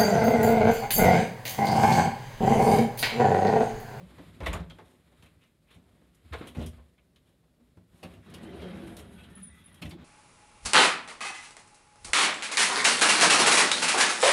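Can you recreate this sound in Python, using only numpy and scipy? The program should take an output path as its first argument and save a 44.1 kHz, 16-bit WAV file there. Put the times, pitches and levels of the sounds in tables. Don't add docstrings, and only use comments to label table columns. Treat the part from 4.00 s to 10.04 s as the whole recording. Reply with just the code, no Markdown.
import sys
import numpy as np
from scipy import signal
from scipy.fft import rfft, irfft
from scipy.io import wavfile
from scipy.ndimage import uniform_filter1d

SR = 44100
rng = np.random.default_rng(int(sys.argv[2]) if len(sys.argv) > 2 else 0)


def dump(signal):
    limited = np.clip(np.atleast_2d(signal).T, -1, 1)
    pcm = np.round(limited * 32767).astype(np.int16)
    wavfile.write(sys.argv[1], SR, pcm)


def voltage_ratio(level):
    return 10 ** (np.asarray(level, float) / 20)


N = 266496
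T = np.arange(N) / SR

# (f/Hz, width/Hz, level/dB)
PANEL_MODES = [(165, 22, -1.5), (248.6, 13.5, -3), (300, 31, -7), (373, 56, -5), (487, 41, -17),
               (559, 46, -7.5), (615, 340, -5)]
# (f/Hz, width/Hz, level/dB)
SHELL_MODES = [(1097, 450, 2), (2120, 910, 6), (3200, 960, 6.5), (3814, 850, 4.5)]
# (f/Hz, width/Hz, level/dB)
TICK_MODES = [(5240, 630, -6), (6900, 850, -5.5), (8600, 1070, -1), (10800, 1900, 2), (13000, 5000, -4.5)]


def unit(x):
    return x / np.sqrt(np.mean(x ** 2))


def band(x, hz, width):
    return signal.lfilter(*signal.iirpeak(hz, hz / width, SR), x)


def walk(rate):
    k = int(SR / rate)
    steps = np.repeat(rng.standard_normal(N // k + 1), k)
    return 0.39 * uniform_filter1d(uniform_filter1d(steps, k), k)[:N]


def grit(spread_db, rate):
    return unit(rng.standard_normal(N) * voltage_ratio(spread_db * walk(rate)))


def body(x, modes, patchy_db=0, rate=20):
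    total = 0
    for k, (hz, width, db) in enumerate(modes):
        level = voltage_ratio(db + patchy_db * walk(rate))
        total = total + (-1) ** k * level * band(x, hz, width) / np.sqrt(width)
    return total * np.sqrt(SR / np.pi / sum(voltage_ratio(2 * db) for hz, width, db in modes))


def add(out, s, piece):
    i = int(s * SR)
    out[i:i + len(piece)] += piece[:N - i]


def curves(table):
    s, *columns = np.transpose(table)
    gate = np.interp(T, [s[0] - .04, s[0], s[-1], s[-1] + .04], [0, 1, 1, 0])
    return [gate] + [np.interp(T, s, c) for c in columns]


def swell(times):
    return np.interp(T, times, [0, 1, 1, 0])


def whistle(hz, width, steady=0):
    lowpass = signal.butter(2, width / 2, fs=SR)
    slow = signal.lfilter(*lowpass, rng.standard_normal((2, len(hz) + 2000)))[:, 2000:]
    carrier = np.exp(2j * np.pi * np.cumsum(hz) / SR)
    return unit(np.real((steady + unit(slow[0]) + 1j * unit(slow[1])) * carrier))


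def clacks():
    # (t/s, peak/dB, body/dB, tick/dB, ring f/Hz)
    bumps = [(0.103, -59, 8, -23, 1280), (0.181, -47, 3, -36, 1710), (0.4042, -41, 9, -17.5, 1940),
             (0.4337, -35.5, -24, -17, 1310), (0.4605, -23.5, -6, -22, 2010), (0.472, -39, -10, -7, 3330),
             (0.516, -40.5, 3, -34, 2430), (0.5309, -32.5, -4.5, -4, 1850), (0.552, -37, 1, -43, 1520),
             (0.5894, -48, 3, -25, 1780), (0.629, -49.5, -26, -27, 1410), (0.7, -43.5, -4, -16, 3200),
             (0.785, -47.5, 7, -18, 1600), (2.325, -31, -9, -27, 1480), (2.334, -39.5, 4.5, -24, 1480),
             (2.35, -62, -4, -17, 1900), (2.383, -48, -16, -8, 3200), (2.4094, -40.5, -4, -38, 1370),
             (2.425, -49, -4, -27, 2330), (2.44, -52.5, 2.5, -27, 1570), (2.4717, -39.5, -13, -4.5, 3170),
             (2.549, -41.5, 1, -10, 2500), (2.6034, -43, -16, -9, 3130), (2.6243, -39.5, -27, -13, 3050),
             (2.6616, -44.5, -32, 5.5, 3200), (2.733, -69.5, 11, -19, 600), (2.781, -56, 5, -18, 840)]
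    # (t/s, peak/dB, body/dB, tick/dB, ring f/Hz)
    hinges = [(3.769, -65.5, 8, -9, 1350), (4.0293, -40, 1.5, -9.5, 2570), (4.045, -57, 11.5, -24, 1490),
              (4.1356, -50.5, -10, -8.5, 2800), (4.2984, -62, -5, 8, 1520), (4.3395, -43, 0.5, 1, 2950),
              (4.431, -47.5, 1, -6, 2930), (4.5324, -60, -12, -12, 3100), (4.592, -46.5, -8, -20, 2200),
              (4.6194, -43.5, 3.5, -16, 3240), (4.8707, -50, 5, 2, 2120), (4.968, -42, -22, 0.5, 3800),
              (4.9916, -46, 0.5, -2, 2920), (5.185, -48, -26, -20, 2530), (5.233, -45.5, -24, -14, 3060),
              (5.3764, -48.5, -31, -23, 1350), (5.724, -69, -13, 1, 1850), (5.7424, -55, -9, 3.5, 3270),
              (5.818, -36, -2.5, -8.5, 2630), (5.854, -42.5, -16, -8, 2620), (5.893, -49, -9, 3, 2560),
              (5.908, -41.5, -6, -22, 3460)]
    # (t/s, peak/dB, body/dB, tick/dB, contact/s)
    rattles = [(0.846, -58.5, -3.5, -2.5, 0.051), (0.903, -63.5, -2, -5.5, 0.05),
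               (1.118, -57.5, -1, -13, 0.023), (1.224, -48, -8.5, -8, 0.018),
               (1.259, -50, -11.5, -11.5, 0.014), (1.409, -58, -10.5, -10.5, 0.048),
               (1.672, -56.5, -17, -17, 0.077), (1.707, -50.5, -11, -9, 0.027), (1.746, -65, -21, 2, 0.014),
               (2.015, -63.5, 9, -16, 0.0081), (2.148, -65, -14, 10, 0.0087),
               (2.9802, -55, -19.5, -19.5, 0.014), (3.160, -53, -15, -14, 0.015),
               (3.259, -63, -4.5, -4, 0.033), (3.292, -70, -6, -0.5, 0.014), (3.43, -66, 2, -13, 0.022),
               (3.943, -65, 1, 5.5, 0.085), (4.246, -53.5, -6, -8.5, 0.037), (5.588, -57.5, -18, -17, 0.02)]
    bump_s, hinge_s, shorter_oct_per_db = 0.018, 0.016, 0.008
    firm_ring_db, loose_ring_db = -1.0, -14
    knocks = []
    for rows, contact_s in ((bumps, bump_s), (hinges, hinge_s)):
        for row in rows:
            length = contact_s * 2 ** (-shorter_oct_per_db * (row[3] + 12))
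            knocks.append((*row, length, firm_ring_db))
    for s, db, body_db, tick_db, length in rattles:
        hz = min(2500 * 2 ** (0.6 * (tick_db - body_db)), 3600)
        knocks.append((s, db, body_db, tick_db, hz, length, loose_ring_db))

    t = T[:6000]
    dull, shell, tick, ring = np.zeros((4, N))
    noise = grit(3.2, 430)
    sparkle = unit(voltage_ratio(6.0 * walk(300)))
    for s, db, body_db, tick_db, hz, length, ring_db in knocks:
        swelling = (1 - 0.84 * np.exp(-t / (0.41 * length))) * np.minimum(t / 0.00072, 1)
        shape = voltage_ratio(db) * swelling * np.exp(-(t / max(length, .002)) ** 1.09)
        add(dull, s, voltage_ratio(body_db) * shape)
        add(shell, s - .002, shape)
        add(tick, s - .002, voltage_ratio(tick_db) * shape * (0.73 + 0.59 * np.exp(-t / 0.0054)))
        grains = voltage_ratio(3.5 * np.repeat(rng.standard_normal(len(t) // 60), 60) - 2)
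        rattle = shape * rng.standard_normal(len(t)) * grains
        broad = band(band(rattle, hz, 1520), hz, 1130)
        add(ring, s - .002, broad + voltage_ratio(ring_db) * band(rattle, hz, 196))
    dull = band(band(dull * rng.standard_normal(N), 480, 520), 475, 960)
    shell = voltage_ratio(-5.0) * body(shell * noise, SHELL_MODES) + voltage_ratio(5.5) * ring
    shell = signal.sosfilt(signal.butter(5, 4700, fs=SR, output="sos"), shell)
    return voltage_ratio(14.0) * dull + shell + voltage_ratio(-1.5) * body(tick * noise * sparkle, TICK_MODES)


def rings():
    # (t/s, peak/dB, f1/Hz, f2/Hz, f3/Hz)
    ringing_parts = [(0.4595, -33.5, 1146, 2690, 3300), (0.463, -38, 624, 1930, 2140),
                     (0.705, -56, 1450, 2610, 3230), (2.333, -42, 1114, 1460, 2040),
                     (0.5306, -34, 1150, 2370, 6900), (0.785, -61, 905, 2200, 3200),
                     (2.327, -50.5, 485, 1310, 1840), (2.661, -51, 3200, 4900, 5800),
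                     (4.0293, -45.5, 594, 2730, 4450), (4.3403, -49.5, 3630, 4400, 4850),
                     (4.43, -54, 4130, 7400, 8000), (5.821, -40.5, 2550, 3130, 4120),
                     (5.854, -47, 2070, 2700, 3430), (5.908, -48, 2270, 3200, 4520)]
    shake_s, tilt_db_per_oct = 0.017, -4
    t = T[:6000]
    out = np.zeros(N)
    for s, db, *modes in ringing_parts:
        shake = rng.standard_normal(len(t)) * np.minimum(t / 0.0053, 1) * np.exp(-(t / shake_s) ** 2)
        for hz in modes:
            note = band(shake, hz, 60 + .03 * hz)
            level = voltage_ratio(db + tilt_db_per_oct * np.log2(hz / 2000))
            add(out, s - .002, level * note / np.max(np.abs(note)))
    return out


def ticks():
    # (t/s, peak/dB, f/Hz)
    contacts = [(.184, -45.5, 800), (.405, -40, 1880), (.5315, -41, 2400), (.70, -47, 3000),
                (0.784, -61, 1500), (1.226, -49, 2600), (1.438, -56, 2200), (1.445, -61, 1980),
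                (2.734, -53, 565), (3.773, -58.5, 1186), (5.8215, -44, 2550), (5.91, -45, 3300),
                (3.161, -56, 3000), (4.341, -47, 4200), (4.342, -48, 2000), (4.384, -46, 1830),
                (4.6196, -51, 3160), (4.9696, -46.5, 3660), (4.9696, -49, 10500), (5.152, -65, 1510),
                (5.304, -56, 1830), (5.5926, -64, 9000)]
    t = T[:1500]
    out = np.zeros(N)
    for s, db, hz in contacts:
        burst = band(rng.standard_normal(len(t)) * np.exp(-t / .005), hz, 0.6 * hz)
        add(out, s - .001, voltage_ratio(db) * burst / np.max(np.abs(burst)))
    return out


def thumps():
    # (t/s, peak/dB, boom f/Hz, panel/dB)
    sill = [(0.009, -55, 82, 7), (0.192, -59, 100, 14.5), (0.404, -36.5, 111, -33), (0.421, -26.5, 64, -11),
            (0.481, -19, 53, -17), (0.505, -26, 56, -13), (0.549, -28, 87, -7), (0.6, -31, 75, -7.5),
            (0.799, -59, 109, -23), (1.199, -50, 97, -10.5), (1.235, -49, 96, -9), (1.368, -51.5, 97, -22),
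            (1.762, -45.5, 102, -7)]
    # (t/s,
    # peak/dB, boom f/Hz, panel/dB)
    landing = [(2.247, -48, 82, -11), (2.314, -34, 77.3, -25), (2.375, -38.5, 84, -20),
               (2.41, -45.5, 125, 0), (2.458, -51.5, 88.5, 9), (2.570, -30.5, 100, -3.5),
               (2.59, -30, 77, -5.5), (2.613, -36, 75.4, 1), (2.663, -33.5, 74.2, -18),
               (2.699, -40.5, 77, -30), (2.768, -44.5, 70, -23), (3.602, -66.5, 72.5, 8.5)]
    # (t/s, peak/dB, boom f/Hz, panel/dB)
    slaps = [
        (3.773, -46.5, 100, -6),
        (3.936, -52.5, 101, -3),
        (4.042, -45, 89, 2),
        (5.497, -50, 74, -11),
        (5.683, -55.5, 90, -0.5),
        (5.82, -46.5, 131, 8.5),
        (5.846, -34, 96, -9.5),
        (5.875, -41.5, 85, -2.5),
        (5.93, -47.5, 113, 3.5),
    ]
    t = T[:22000]
    boom, push = np.zeros((2, N))
    for rows, t60, panel_hz in ((sill, 0.081, 164), (landing, 0.18, 240), (slaps, 0.12, 177.5)):
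        for s, db, hz, panel_db in rows:
            turn = 2 * np.pi * hz * (t + 0.00063 * (1 - np.exp(-t / 0.017)))
            floor = np.sin(turn) * (1 - np.exp(-t / 0.0031)) * voltage_ratio(-60 * t / max(t60, .03))
            note = np.sin(2 * np.pi * panel_hz * t) * voltage_ratio(-60 * t / max(1.55 * t60, .03))
            add(boom, s - .004, -voltage_ratio(db) * (floor + voltage_ratio(panel_db - 4.5) * note))
            add(push, s - .003, voltage_ratio(db + panel_db) * (1 - np.exp(-t / 0.0029)) * np.exp(-t / 0.017))
    return voltage_ratio(4.0) * boom + voltage_ratio(1.0) * body(push * rng.standard_normal(N), PANEL_MODES)


def pops():
    # (t/s, peak/dB, f/Hz)
    pushes = [
        (2.4129, -27.5, 264),
        (2.582, -22.5, 115),
        (2.606, -32.5, 260),
        (3.775, -48.5, 300),
        (5.859, -32, 149),
    ]
    t = T[:1600] - T[800]
    out = np.zeros(N)
    for s, db, hz in pushes:
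        add(out, s - T[800], -voltage_ratio(db) * np.cos(2 * np.pi * hz * t) * np.exp(-(2.06 * hz * t) ** 2))
    return out


def doors():
    # (t/s, jolt level/dB, drag of the guide on the rail level/dB); jolts follow the speed
    roll = [
        (4.2, -64, 3),
        (4.29, -47.5, 0),
        (4.5, -42, -0.5),
        (4.69, -41, 3),
        (4.95, -42.5, -1.5),
        (5.08, -46.5, -1.5),
        (5.36, -50.5, 1.5),
        (5.52, -58, 4.5),
        (5.8, -53, 2.5),
    ]
    # (f/Hz, width/Hz, level/dB)
    frame_modes = [(62, 45, -6.5), (90.4, 20.5, -1), (116, 49, -5), (163, 39.6, -3.5), (195, 19, -2),
                   (251, 17, -6.5)]
    # (f/Hz, width/Hz, level/dB)
    leaf_modes = [(328, 31, 0), (383.5, 29, 1), (421, 36, -2), (482, 38, -5), (580, 105, -4.5),
                  (707, 41, -4), (776, 97, -12), (1035, 130, -22)]
    # (f/Hz, width/Hz, level/dB)
    track_modes = [(1035, 1110, 3.5), (1850, 1900, 7), (2830, 470, 0.5), (3270, 250, -7), (3820, 370, -4),
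                   (5000, 500, -29)]
    # (f/Hz, width/Hz, level/dB)
    guide_modes = [(6770, 620, -6.5), (8400, 810, 0), (10800, 2000, 7), (11940, 2200, -1.5)]
    # (level/dB at -40 dB of jolt, dB per dB)
    leaf_law, track_law, guide_law = (-43.5, 1.77), (-48.5, 0.96), (-66.5, 0.23)
    gate, jolt_db, drag_db = curves(roll)
    frame = gate * voltage_ratio(jolt_db)
    panel, track, hiss = (gate * voltage_ratio(db + slope * (jolt_db + 40)) for db, slope in (leaf_law, track_law, guide_law))
    hiss = hiss * np.interp(T, (4.3, 4.73), [0.35, 1])
    settle = curves([(6,), (6.2,)])[0] * voltage_ratio(-46 - 52 * (T - 6))
    frame = frame + settle
    panel = panel + voltage_ratio(-10.0) * settle
    track = track + voltage_ratio(-10) * settle
    jolts = grit(3.0, 150)
    low = frame * body(jolts, frame_modes) + panel * body(jolts, leaf_modes, 2.6, 40)
    rail = body(jolts * voltage_ratio(3.5 * walk(400)), track_modes, 2.5, 30)
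    rail = voltage_ratio(drag_db + 2.0 * walk(9)) * track * rail
    return low + rail + hiss * body(grit(11.0, 40), guide_modes, 2.9, 22.28)


def sing():
    # (t/s, f/Hz)
    whistle_path = [
        (4.5, 10350),
        (4.8, 10800),
        (5.0, 10560),
        (5.12, 10650),
        (5.2, 11300),
        (5.33, 10300),
    ]
    # (t/s, length/s, level/dB, first f/Hz, last f/Hz)
    streaks = [(4.375, 0.061, -65, 1900, 1910), (4.454, .06, -63, 2030, 2070),
               (4.64, 0.051, -74, 2600, 2500), (4.77, 0.055, -67, 2500, 2480),
               (4.87, 0.064, -67, 3300, 3200), (4.422, 0.12, -65, 3050, 3180),
               (4.607, 0.13, -63, 3220, 3160), (4.69, 0.06, -64, 2110, 2150),
               (4.728, 0.072, -71, 3750, 3800), (5.11, 0.25, -69.5, 1500, 1490),
               (5.153, 0.13, -67, 3330, 3200), (5.175, 0.055, -63, 2660, 2600),
               (5.3, 0.13, -66, 1806, 1795), (5.3, 0.13, -88, 3960, 3880), (5.368, 0.034, -67, 1340, 1240),
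               (5.43, 0.088, -72, 1810, 1810), (5.445, 0.12, -77, 3500, 3610),
               (5.493, 0.156, -65, 1990, 2010), (5.53, 0.074, -75, 2300, 2400),
               (5.542, 0.06, -70, 1310, 1250), (5.551, 0.14, -76, 3480, 3750),
               (5.502, .08, -75, 3690, 3700), (5.57, 0.083, -70, 3380, 3350),
               (5.667, 0.075, -67, 1990, 1960), (5.75, 0.066, -72, 1950, 1900),
               (5.66, 0.06, -73, 3550, 3540), (4.55, 0.17, -81, 8400, 8400), (4.87, 0.22, -82, 8600, 8150),
               (5.166, 0.094, -77, 8500, 8400), (5.147, 0.074, -80, 9500, 9400),
               (5.751, .04, -67.5, 3270, 3250)]
    # (t/s, length/s, level/dB, first f/Hz, last f/Hz)
    hums = [(0.0, 0.092, -53.5, 178, 168), (0.0, 0.055, -58, 542, 557), (0.195, 0.041, -52, 262, 352),
            (0.27, 0.071, -53.5, 180, 183), (0.58, 0.12, -59, 231, 235.3), (4.5, 0.061, -53, 355, 414),
            (4.56, 0.063, -57, 195, 198), (4.61, 0.077, -48, 408, 345), (4.62, 0.167, -51.5, 580, 495),
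            (4.72, 0.073, -46.5, 202.7, 195), (5.35, 0.14, -50, 195, 183.3), (5.92, 0.05, -49.5, 344, 344),
            (5.94, 0.051, -51, 195, 193)]
    streak_width_hz, hum_width_hz = 120, 27.6
    path = np.interp(T, *np.transpose(whistle_path)) + 200 * walk(8.3)
    level = swell((4.5, 4.75, 5.24, 5.33)) * voltage_ratio(-75 + 2.6 * walk(25))
    out = level * whistle(path, 600)
    notes, t = np.zeros(N), T[:8000]
    for rows, width in ((streaks, streak_width_hz), (hums, hum_width_hz)):
        for s, length, db, first_hz, last_hz in rows:
            along = t / max(length, .02)
            shape = np.clip(6.2 * np.minimum(along, 1 - along), 0, 1)
            hz = first_hz + (last_hz - first_hz) * np.minimum(along, 1)
            steady = 1.8 * (s > 5.1)
            add(notes, s, voltage_ratio(db) * shape * whistle(hz, width, steady))
    return out + notes * voltage_ratio(1.5 * walk(45))


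def squeaks():
    # (t/s, peak/dB, f/Hz, t60/s, rise/s)
    slips = [(5.31, -76, 8700, 0.23, 0.022), (5.308, -75, 10600, 0.055, .008),
             (5.325, -67, 10300, 0.07, 0.0087), (5.35, -46, 10040, 0.13, 0.0042),
             (5.416, -50, 9850, 0.092, 0.0073), (5.427, -36.5, 9810, 0.097, 0.0059),
             (5.43, -43, 9520, .06, 0.0046), (5.468, -46.5, 9400, 0.16, 0.0041),
             (5.51, -64, 9370, 0.14, .006), (5.634, -57, 9870, 0.17, 0.011),
             (5.652, -47.5, 9800, 0.069, 0.011), (5.72, -59, 10000, .05, .01)]
    side_db = -13
    t = T[:12000]
    out = np.zeros(N)
    for s, db, hz, t60, rise in slips:
        wobble = np.cumsum(uniform_filter1d(rng.standard_normal(len(t)), 200)) * 6000 / SR
        shape = np.minimum(t / max(rise, .001), 1) ** 2 * voltage_ratio(-60 * np.maximum(t - rise, 0) / t60)
        sides = np.sin(2 * np.pi * (hz - 300) * t + 2 * wobble)
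        sides = sides + 0.5 * band(rng.standard_normal(len(t)), hz - 150, 800)
        tone = np.sin(2 * np.pi * hz * t + wobble)
        add(out, s, voltage_ratio(db) * shape * (tone + voltage_ratio(side_db) * sides * np.exp(-t / 0.03)))
    return out


def shuffle():
    # (t/s, weight on the boards level/dB, slip level/dB)
    steps = [(0.0, -55.5, -6.5), (0.28, -56, -3.5), (0.55, -55.5, -8), (0.66, -59, -5), (0.85, -59.5, -8.5),
             (0.97, -66.5, -6), (1.28, -67, 0), (1.6, -78, 0), (1.74, -63.5, -12.5), (1.98, -64, -7),
             (2.2, -71.5, 1.5), (2.4, -60, 5.5), (2.58, -52, -12), (2.74, -69, 4.5), (3.0, -73, -6.5),
             (3.87, -74, -2.5), (4.12, -52.5, -6.5), (4.2, -54, -18)]
    # (f/Hz, width/Hz, level/dB)
    floor_modes = [(53, 37, -5.5), (66, 10, 2), (100, 2.7, -2.5), (127, 70, -7.5)]
    gate, weight_db, slip_db = curves(steps)
    scrape_db = weight_db + slip_db
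    rumble = gate * voltage_ratio(weight_db)
    knock = gate * voltage_ratio(weight_db - 0.5)
    scrape = gate * voltage_ratio(scrape_db)
    hiss = gate * voltage_ratio(-73.5 + 0.74 * (scrape_db + 64.5))
    knocks = grit(3.0, 70)
    low = rumble * body(grit(2.5, 25), floor_modes) + knock * body(knocks, PANEL_MODES)
    rub = grit(5.0, 60)
    return low + scrape * body(rub, SHELL_MODES) + hiss * body(rub, TICK_MODES)


def house():
    # (f/Hz, level/dB per Hz)
    spectrum = [(15, 3), (40, 6.5), (80, -2.5), (169, 1), (315, -8), (569, -12.5), (1000, -29.5),
                (1460, -26.5), (2310, -32), (3960, -28), (5930, -34.5), (11300, -34), (15600, -38.5)]
    hz, db = np.transpose(spectrum)
    f = np.maximum(np.fft.rfftfreq(N, 1 / SR), 1)
    colour = voltage_ratio(np.interp(np.log(f), np.log(hz), db))
    return voltage_ratio(-65.5) * unit(irfft(rfft(rng.standard_normal(N)) * colour, N))


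def hall(x, wet_db):
    # (f/Hz, t60/s)
    decay = [(100, 0.4), (500, 0.34), (2000, 0.17), (6000, 0.15), (12000, 0.17)]
    t = T[:40000]
    hz, t60 = np.transpose(decay)
    tail = 0
    for f in 60 * 2 ** np.arange(9.):
        fade_s = np.interp(np.log(f), np.log(hz), np.minimum(t60, .6))
        tail = tail + band(rng.standard_normal(len(t)), f, f * 0.9) * voltage_ratio(-60 * t / fade_s)
    tail = tail * np.clip((t - .002) / 0.0033, 0, 1)
    return x + voltage_ratio(wet_db) * signal.fftconvolve(x, tail / np.sqrt(np.sum(tail ** 2)))[:N]


def starve(x):
    def power_db(v):
        return 10 * np.log10(uniform_filter1d(v ** 2, 1500) + 1e-14)

    squeal_db = power_db(band(band(x, 9650, 700), 9650, 700))
    below_db = power_db(band(band(x, 7500, 700), 7500, 700))
    tonal = np.clip((squeal_db - below_db - 15) / 5, 0, 1)
    share = tonal * np.clip((squeal_db + 59) / 8, 0, 1)
    share = np.maximum(share, .6 * np.roll(share, int(.045 * SR), axis=-1))
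    top = signal.sosfiltfilt(signal.butter(12, 10350, "high", fs=SR, output="sos"), x)
    return x - (1 - voltage_ratio(-30 * share)) * top


def scene():
    drier = thumps() + pops() + squeaks() + doors()
    clatter = clacks() + rings() + ticks()
    return (hall(clatter, -9.0) + hall(drier, -10.0) + sing() + shuffle() + house())[None]


def top_cut(x):
    return signal.sosfilt(signal.butter(12, 15780, fs=SR, output="sos"), x)


def record(dry):
    mix = signal.sosfilt(signal.ellip(10, .2, 60, 15750, fs=SR, output="sos"), dry)
    mix = starve(mix)
    mix = signal.sosfilt(signal.butter(6, 50, "high", fs=SR, output="sos"), mix)
    return top_cut(mix)


dry = scene()
out = record(dry)
dump(out)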